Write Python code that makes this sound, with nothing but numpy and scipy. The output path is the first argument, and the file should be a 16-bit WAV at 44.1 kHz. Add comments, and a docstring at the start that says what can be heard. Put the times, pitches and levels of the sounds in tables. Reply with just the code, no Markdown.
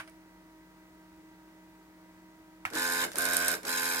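"""A small room, a hand-held microphone close to a desktop computer. Its fan hums, keys are struck,
and the tape cartridge drive shuttles forward, back and forward. The capstan whines on the multiples
of its turning rate, the cartridge buzzes and rattles once a turn, the mechanism clunks at each start,
and loose plastic crackles and ticks, most of all on the backward run."""
import sys
import numpy as np
from scipy import signal
from scipy.fft import rfft, irfft
from scipy.io import wavfile
from scipy.ndimage import uniform_filter1d, map_coordinates

SR = 44100
rng = np.random.default_rng(int(sys.argv[2]) if len(sys.argv) > 2 else 0)


def unload_audio(sound):
    """Save the sound as a 16-bit wav file, at the path given as the first command line argument."""
    columns = np.transpose(np.atleast_2d(sound))
    # keep every value between -1 and 1, then stretch to whole-number steps
    steps = np.round(np.clip(columns, -1, 1) * 32767)
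    wavfile.write(sys.argv[1], SR, steps.astype(np.int16))


N = 176400
TIME = np.arange(N) / SR

# stereo likeness of the machine's noises (frequency [Hz], left-right correlation [-1..1])
MACHINE_LIKENESS = [(200, 1), (700, 0.44), (1500, 0.5), (3000, 0.12), (12000, 0)]
# ring of loose plastic (frequency [Hz], relative density [dB])
PLASTIC_SPECTRUM = [(1000, -29), (3000, -10.5), (5200, -4), (6200, -3.5), (8000, -4), (9200, 6),
                    (11000, -4), (13300, -7), (14500, -40), (16000, -21)]


def undb(db):
    """Decibels to gain."""
    return 10 ** (np.asarray(db) / 20)


def unit(x):
    """Scale to rms 1."""
    return x / np.sqrt(np.mean(x ** 2))


def pan(db):
    """Left and right gains for a level difference, left minus right."""
    return undb(np.array([db, -db]).reshape(2, -1) / 2)


def curve(points):
    """A table over frequency, read at every bin."""
    hz, value = np.array(points, float).T
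    return np.interp(np.log(np.arange(N // 2 + 1) * SR / N + 1), np.log(hz), value)


def colour(x, spectrum):
    """Causal filter with the given spectrum and unit power gain."""
    cepstrum = irfft(np.log(unit(undb(curve(spectrum)))), N)
    cepstrum[1:N // 2] *= 2
    cepstrum[N // 2 + 1:] = 0
    response = irfft(np.exp(rfft(cepstrum)), N)[:N // 20]
    return signal.fftconvolve(x, response[None], axes=1)[:, :N]


def resonate(x, hz, width_hz):
    """A steep resonance at rms 1."""
    b, a = signal.iirpeak(hz, hz / width_hz, fs=SR)
    return unit(signal.lfilter(b, a, signal.lfilter(b, a, x)))


def noise(likeness=MACHINE_LIKENESS):
    """Stereo white noise with a given correlation in each band."""
    correlation = np.clip(curve(likeness), -.99, .99)
    mid, side = rfft(rng.standard_normal((2, N))) * np.sqrt([1 + correlation, 1 - correlation])
    return unit(irfft([mid + side, mid - side], N))


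def walk(per_s):
    """Smooth random drift at rms 1."""
    knots = rng.standard_normal(N // 10)
    drift = np.interp(TIME * per_s, np.arange(len(knots)), knots)
    return unit(uniform_filter1d(drift, int(SR / per_s / 2) + 1))


def ring(at, hz, decay_s):
    """One mode that swells briefly and dies."""
    age = np.maximum(TIME - at, 0)
    return age / decay_s * np.exp(1 - age / decay_s) * np.sin(2 * np.pi * hz * age)


def blows(hits):
    """One impulse for each (time [s], level [dB])."""
    out = np.zeros(N)
    for at, db in hits:
        out[int(at * SR)] += undb(db)
    return out


def struck(hits, spectrum, ring_s, room_s, room_db):
    """The dense ring of a part after each blow, then the room."""
    energy = blows(hits) ** 2 + 1e-18
    fade = lambda s: np.sqrt(signal.lfilter([2 / s / SR], [1, -np.exp(-2 / s / SR)], energy))
    envelope = np.hypot(fade(ring_s), undb(room_db) * fade(room_s))
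    return colour(noise() * envelope, spectrum)


def echoes(x, decay_s):
    """Dense reflections that die away, different on each side of the microphone."""
    age = TIME[:N // 10]
    response = rng.standard_normal((2, len(age))) * np.exp(-age / decay_s)
    response /= np.sqrt(np.sum(response ** 2, axis=1, keepdims=True))
    return signal.fftconvolve(np.atleast_2d(x), response, axes=1)[:, :N]


def once_a_turn(turns, width, base, scatter_db, slip=.047):
    """A swell in every turn, each with its own strength and angle; width and slip are in turns."""
    size, shift = rng.standard_normal((N // 500, 2)).T
    turn = turns.astype(int)
    off_peak = turns % 1 - .5 - slip * shift[turn]
    return unit(base + undb(scatter_db * size[turn]) * np.exp(-.5 * (off_peak / width) ** 2))


def fan():
    """Wavering fan and mains tones over a steady rush of air."""
    hum = [(48.4, -74), (183.0, -65.5), (317.6, -59), (629.8, -72), (947.5, -67.5), (1265, -78),
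           (1577, -76.5), (1895, -82), (1986, -73.5)]  # fan and mains tones (frequency [Hz], level [dB])
    air_spectrum = [(20, -61), (36, -27), (50, -10), (70, -12.5), (122, -14.5), (178, -9), (253, -16),
                    (313, -6), (469, -17.5), (900, -15), (1140, -18), (1950, -19), (3000, -26.5),
                    (6000, -30), (12000, -33.5), (15000, -31)]  # rush of air (frequency [Hz], relative density [dB])
    air_likeness = [(100, 0.84), (500, 0.77), (1500, 0.69), (5000, 0.068)]  # its stereo likeness (frequency [Hz], correlation [-1..1])
    tones = 0
    for hz, db in hum:
        amplitude = np.sqrt(2) * undb(db + 1.1 * walk(11))
        cycles = np.cumsum(hz * (1 + .00214 * walk(12))) / SR
        tones += amplitude * np.sin(2 * np.pi * cycles)
    air = colour(noise(air_likeness), air_spectrum) * undb(-60.5 + .06 * walk(2.65))
    return undb(.5) * tones * pan(-.5) + air


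def keystrokes():
    """A key lands with a short clack; the case answers, the keycap rings and its spring sizzles."""
    strokes = [(.001, -21, -11, 0), (.008, -22, -22, -10), (.076, -38, -27, -6), (2.652, 0, -1.5, -4)]  # key strokes (time [s], clack [dB], case [dB], keycap and spring [dB])
    case_spectrum = [(40, -36), (100, -3), (200, -7), (440, -13.5), (800, -1), (1500, 5.5), (2400, 1.5),
                     (4000, -14), (8000, -17.5), (12000, -20), (15000, -21)]  # ring of the case (frequency [Hz], relative density [dB])
    spring_spectrum = [(1500, -20), (3000, -1), (5500, -2), (7500, -18), (9300, 3), (15000, -31)]  # sizzle of the spring (frequency [Hz], relative density [dB])
    clack_modes = [(1350, .0006, -19.5), (2150, .0006, -18.5)]  # key hitting its stop (frequency [Hz], decay [s], level [dB])
    keycap_modes = [(641, .009, -51), (1550, .005, -52), (2260, .012, -56), (2848, .006, -59)]  # keycap ringing on (frequency [Hz], decay [s], level [dB])
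    case_hits = [(at, db) for at, _, db, _ in strokes]
    spring_hits = [(at, db) for at, _, _, db in strokes]
    out = undb(-5.5) * struck(case_hits, case_spectrum, ring_s=.0085, room_s=.023, room_db=0)
    out += undb(-28.5) * struck(spring_hits, spring_spectrum, ring_s=.0099, room_s=.048, room_db=-2)
    for at, clack_db, _, keycap_db in strokes:
        out += sum(undb(clack_db + db) * ring(at, hz, decay_s) for hz, decay_s, db in clack_modes)
        out += sum(undb(keycap_db + db) * ring(at, hz, decay_s) for hz, decay_s, db in keycap_modes)
    return out * pan(-3)


def plastic_ticks():
    """Loose plastic snaps for a few cycles and rings briefly, right of centre."""
    ticks = [(.077, -48), (.097, -44), (3.157, -22), (3.1845, -12), (3.189, -20), (3.2075, -19),
             (3.2215, -16), (3.2538, -13.5), (3.288, -21), (3.334, -15.5), (3.338, -21), (3.346, -20),
             (3.3683, -8), (3.372, -20), (3.448, -19), (3.4826, -8.5), (3.487, -19), (3.517, -19)]  # snaps of the plastic (time [s], level [dB])
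    snap_band = signal.butter(4, (8400, 13300), "bandpass", fs=SR, output="sos")
    snap = signal.sosfilt(snap_band, blows(ticks) + 1e-18)
    tail = struck(ticks, PLASTIC_SPECTRUM, ring_s=.0014, room_s=.012, room_db=-2)
    return (undb(13) * snap + undb(5) * tail) * pan(-4)


def chassis_thuds():
    """The chassis thuds as the last key lands and the motor starts."""
    thuds = [(2.655, 101, 0.01, -51.5), (2.73, 313.4, 0.025, -39)]  # chassis modes (time [s], frequency [Hz], decay [s], level [dB])
    return sum(undb(db) * ring(at, hz, decay_s) for at, hz, decay_s, db in thuds)


def capstan_whine(turns, harmonics, waver_db=.47):
    """The capstan sings in wavering lines on the multiples of its turning rate."""
    tones = 0
    for multiple, db in harmonics:
        amplitude = undb(db + waver_db * walk(24.71))
        tones += amplitude * np.sin(2 * np.pi * (multiple * turns + rng.random()))
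    return np.array([tones, tones])


def cartridge_rattle(turns, repeat_share=.096, clicks_per_s=700):
    """Scraping that partly repeats with each turn, plus loose clicks, scattered inside the case."""
    spectrum = [(1300, -26), (1900, -1), (2350, 0), (2750, 1), (3300, -1.5), (3700, 6.5), (4500, -1),
                (5300, 3), (6400, 1), (7000, 0.5), (7800, -0.5), (9000, -1), (9900, -4.5), (11300, -3.5),
                (13400, -7), (14500, -31)]  # rattling cartridge (frequency [Hz], relative density [dB])
    track = rng.standard_normal(SR // 87)  # roughness met in one turn
    repeating = unit(np.interp(turns % 1 * len(track), np.arange(len(track)), track))
    scrape = np.sqrt(repeat_share) * repeating + np.sqrt(1 - repeat_share) * rng.standard_normal(N)
    clicks = unit((rng.random(N) < clicks_per_s / SR) * rng.standard_normal(N))
    contact = (scrape + undb(-4.5) * clicks) * once_a_turn(turns, width=.15, base=.62, scatter_db=3)
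    return colour(.4 * contact + echoes(contact, decay_s=.008), spectrum)


def rasp(turns):
    """A short gritty scrape once a turn."""
    spectrum = [(2000, -29), (4000, 2), (5200, -3), (6700, -8), (7800, -9), (9000, 6), (10000, -6),
                (11300, 5), (13300, -3), (14300, -12), (16000, -55)]  # bright scrape (frequency [Hz], relative density [dB])
    grit = undb(walk(2800)) * noise()
    return colour(grit * once_a_turn(turns, width=.1, base=.05, scatter_db=2.2, slip=.05), spectrum)


def case_reflections(x, sway_per_s=7):
    """Reflections off the case cut notches in the treble that shift as the hand-held microphone moves."""
    paths = [(.000422, .012, -8.5), (.0013, .04, -11), (.0037, .01, -9)]  # bounces off the case (delay [s], drift [share of delay], level [dB])
    out = x
    for delay_s, drift, db in paths:
        position = (TIME - delay_s * (1 + drift * walk(sway_per_s))) * SR
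        out = out + undb(db) * np.array([map_coordinates(side, [position], mode="nearest") for side in x])
    return out


def plastic_crackle(turns, clicks_per_s=130):
    """Small irregular ticks of loose plastic, thickest at one point of the turn."""
    chance, size = rng.random(N), rng.standard_normal(N)
    density = once_a_turn(turns, width=.1, base=.15, scatter_db=3)
    clicks = (chance < clicks_per_s / SR * density / np.mean(density)) * size
    return colour(clicks + echoes(clicks, decay_s=.001), PLASTIC_SPECTRUM)


def drive_rumble(turns):
    """A rough midrange noise whose strength changes from turn to turn."""
    spectrum = [(120, -17), (280, -4.5), (600, 0.5), (1100, 5.5), (1400, -6.5), (2200, 7), (2800, -2.5),
                (4500, -18.5)]  # body of the drive (frequency [Hz], relative density [dB])
    return colour(noise() * once_a_turn(turns, width=1, base=.81, scatter_db=5), spectrum)


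def shell_buzz(turns):
    """The cartridge shell rings in a regular burst once a turn."""
    bursts = once_a_turn(turns + .1, width=.14, base=.15, scatter_db=1, slip=.04)
    return resonate(noise() * bursts, hz=1584, width_hz=260)


def tape_drive(spin_up_s=.068, brake_s=.075, flutter=.001):
    """The motor strains as it speeds up and brakes; the drive's other noises follow its speed."""
    # runs of the tape (start [s], standstill [s], rate [turns/s], direction [+1 forward, -1 back],
    # whine [dB], rumble and buzz [dB], rattle and rasp [dB], crackle [dB])
    runs = [(2.699, 3.118, 86.6, 1, 3, 1.5, 0.5, -15), (3.123, 3.612, 87.45, -1, 1, 2, 0, -1),
            (3.614, 4.2, 86.5, 1, 1, -0.5, 0.5, -3.5)]
    forward_lines = [(1, -23.5), (2, -20.5), (3, -5), (4, -17), (5, -10), (6, -8), (7, -17.5), (8, -14.5),
                     (9, -17.5), (10, -7), (11, -5), (12, -4.5), (14, -9), (15, -21), (16, -12), (17, 1.5),
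                     (18, 0), (19, -10), (20, 2), (21, -6.5)]  # forward whine (multiple [x turning rate], relative level [dB])
    backward_lines = [(1, -21.5), (2, -17.5), (3, -7.5), (4, -17), (5, -12.5), (6, -7.5), (7, -8.5),
                      (8, -8.5), (9, -20.5), (11, -19), (12, -8), (13, -16), (14, -9.5), (15, -12),
                      (16, -11.5), (17, 3), (18, 1.5), (19, -9), (20, -6.5), (21, -8)]  # backward whine (multiple [x turning rate], relative level [dB])
    balance = [(60, 10), (110, -7), (200, 5), (380, 3), (700, -8), (1290, -2.5), (2380, -3), (4400, 1.5),
               (8120, -1.5), (15000, -10.5)]  # drive at the microphone (frequency [Hz], left minus right [dB])
    speeds = [np.clip(np.minimum((TIME - start) / spin_up_s, (stop - TIME) / brake_s), 0, 1)
              for start, stop, *_ in runs]
    rate = sum(speed * run[2] for speed, run in zip(speeds, runs)) * (1 + flutter * walk(30))
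    turns = np.cumsum(rate) / SR
    running = rate > np.max(rate) / 2
    level = lambda x, db: undb(db) * x / np.sqrt(np.mean(x[:, running] ** 2))  # rms while running
    forward = level(capstan_whine(turns, forward_lines), -37.5)
    backward = level(capstan_whine(turns, backward_lines), -35)
    rattle = case_reflections(level(cartridge_rattle(turns), -37) + level(rasp(turns), -42))
    crackle = level(plastic_crackle(turns), -40)
    body = level(drive_rumble(turns), -44) + level(shell_buzz(turns), -40.5)
    strain = undb(-40.5) * resonate(noise(), hz=398, width_hz=570)
    out = np.zeros((2, N))
    for speed, (_, _, _, direction, whine_db, body_db, rattle_db, crackle_db) in zip(speeds, runs):
        ramping = (speed > 0) & (speed < 1)
        torque = uniform_filter1d(ramping.astype(float), N // 100)
        out += speed * torque * strain
        out += speed ** 1.4 * undb(body_db) * body
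        out += speed ** 3 * (undb(rattle_db) * rattle + undb(crackle_db) * crackle)
        out += speed ** 7 * undb(whine_db) * (forward if direction > 0 else backward)
    return irfft(rfft(out) * pan(curve(balance)), N)


def slack_clunks():
    """The mechanism clunks as it takes up slack at each start."""
    hits = [(2.702, -25), (2.735, -17.5), (2.753, -12), (3.1175, -20), (3.133, -24), (3.157, -15),
            (3.632, -23.5), (3.651, -15.5)]  # blows in the mechanism (time [s], level [dB])
    spectrum = [(300, -3.5), (1500, 5.5), (3000, -0.5), (5000, 2.5), (7000, 0), (9200, -0.5), (13000, -4),
                (15000, -17)]  # ring of the mechanism (frequency [Hz], relative density [dB])
    return struck(hits, spectrum, ring_s=.002, room_s=.016, room_db=.5)


def scene(left_lag_s=.00014):
    """Fan, keys and drive from close by; the sound reaches the microphone's left side slightly later."""
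    clunks = slack_clunks()
    tape = tape_drive()
    machine = fan() + keystrokes() + plastic_ticks() + chassis_thuds() + tape + clunks
    room = undb(-11) * echoes(tape, decay_s=.046)
    left, right = machine + room
    return np.array([np.roll(left, int(left_lag_s * SR)), right])


def record(dry, top_hz=15800):
    """The recorder cuts the top steeply."""
    return signal.sosfilt(signal.ellip(8, .2, 70, top_hz, fs=SR, output="sos"), dry)


dry = scene()
out = record(dry)
unload_audio(out)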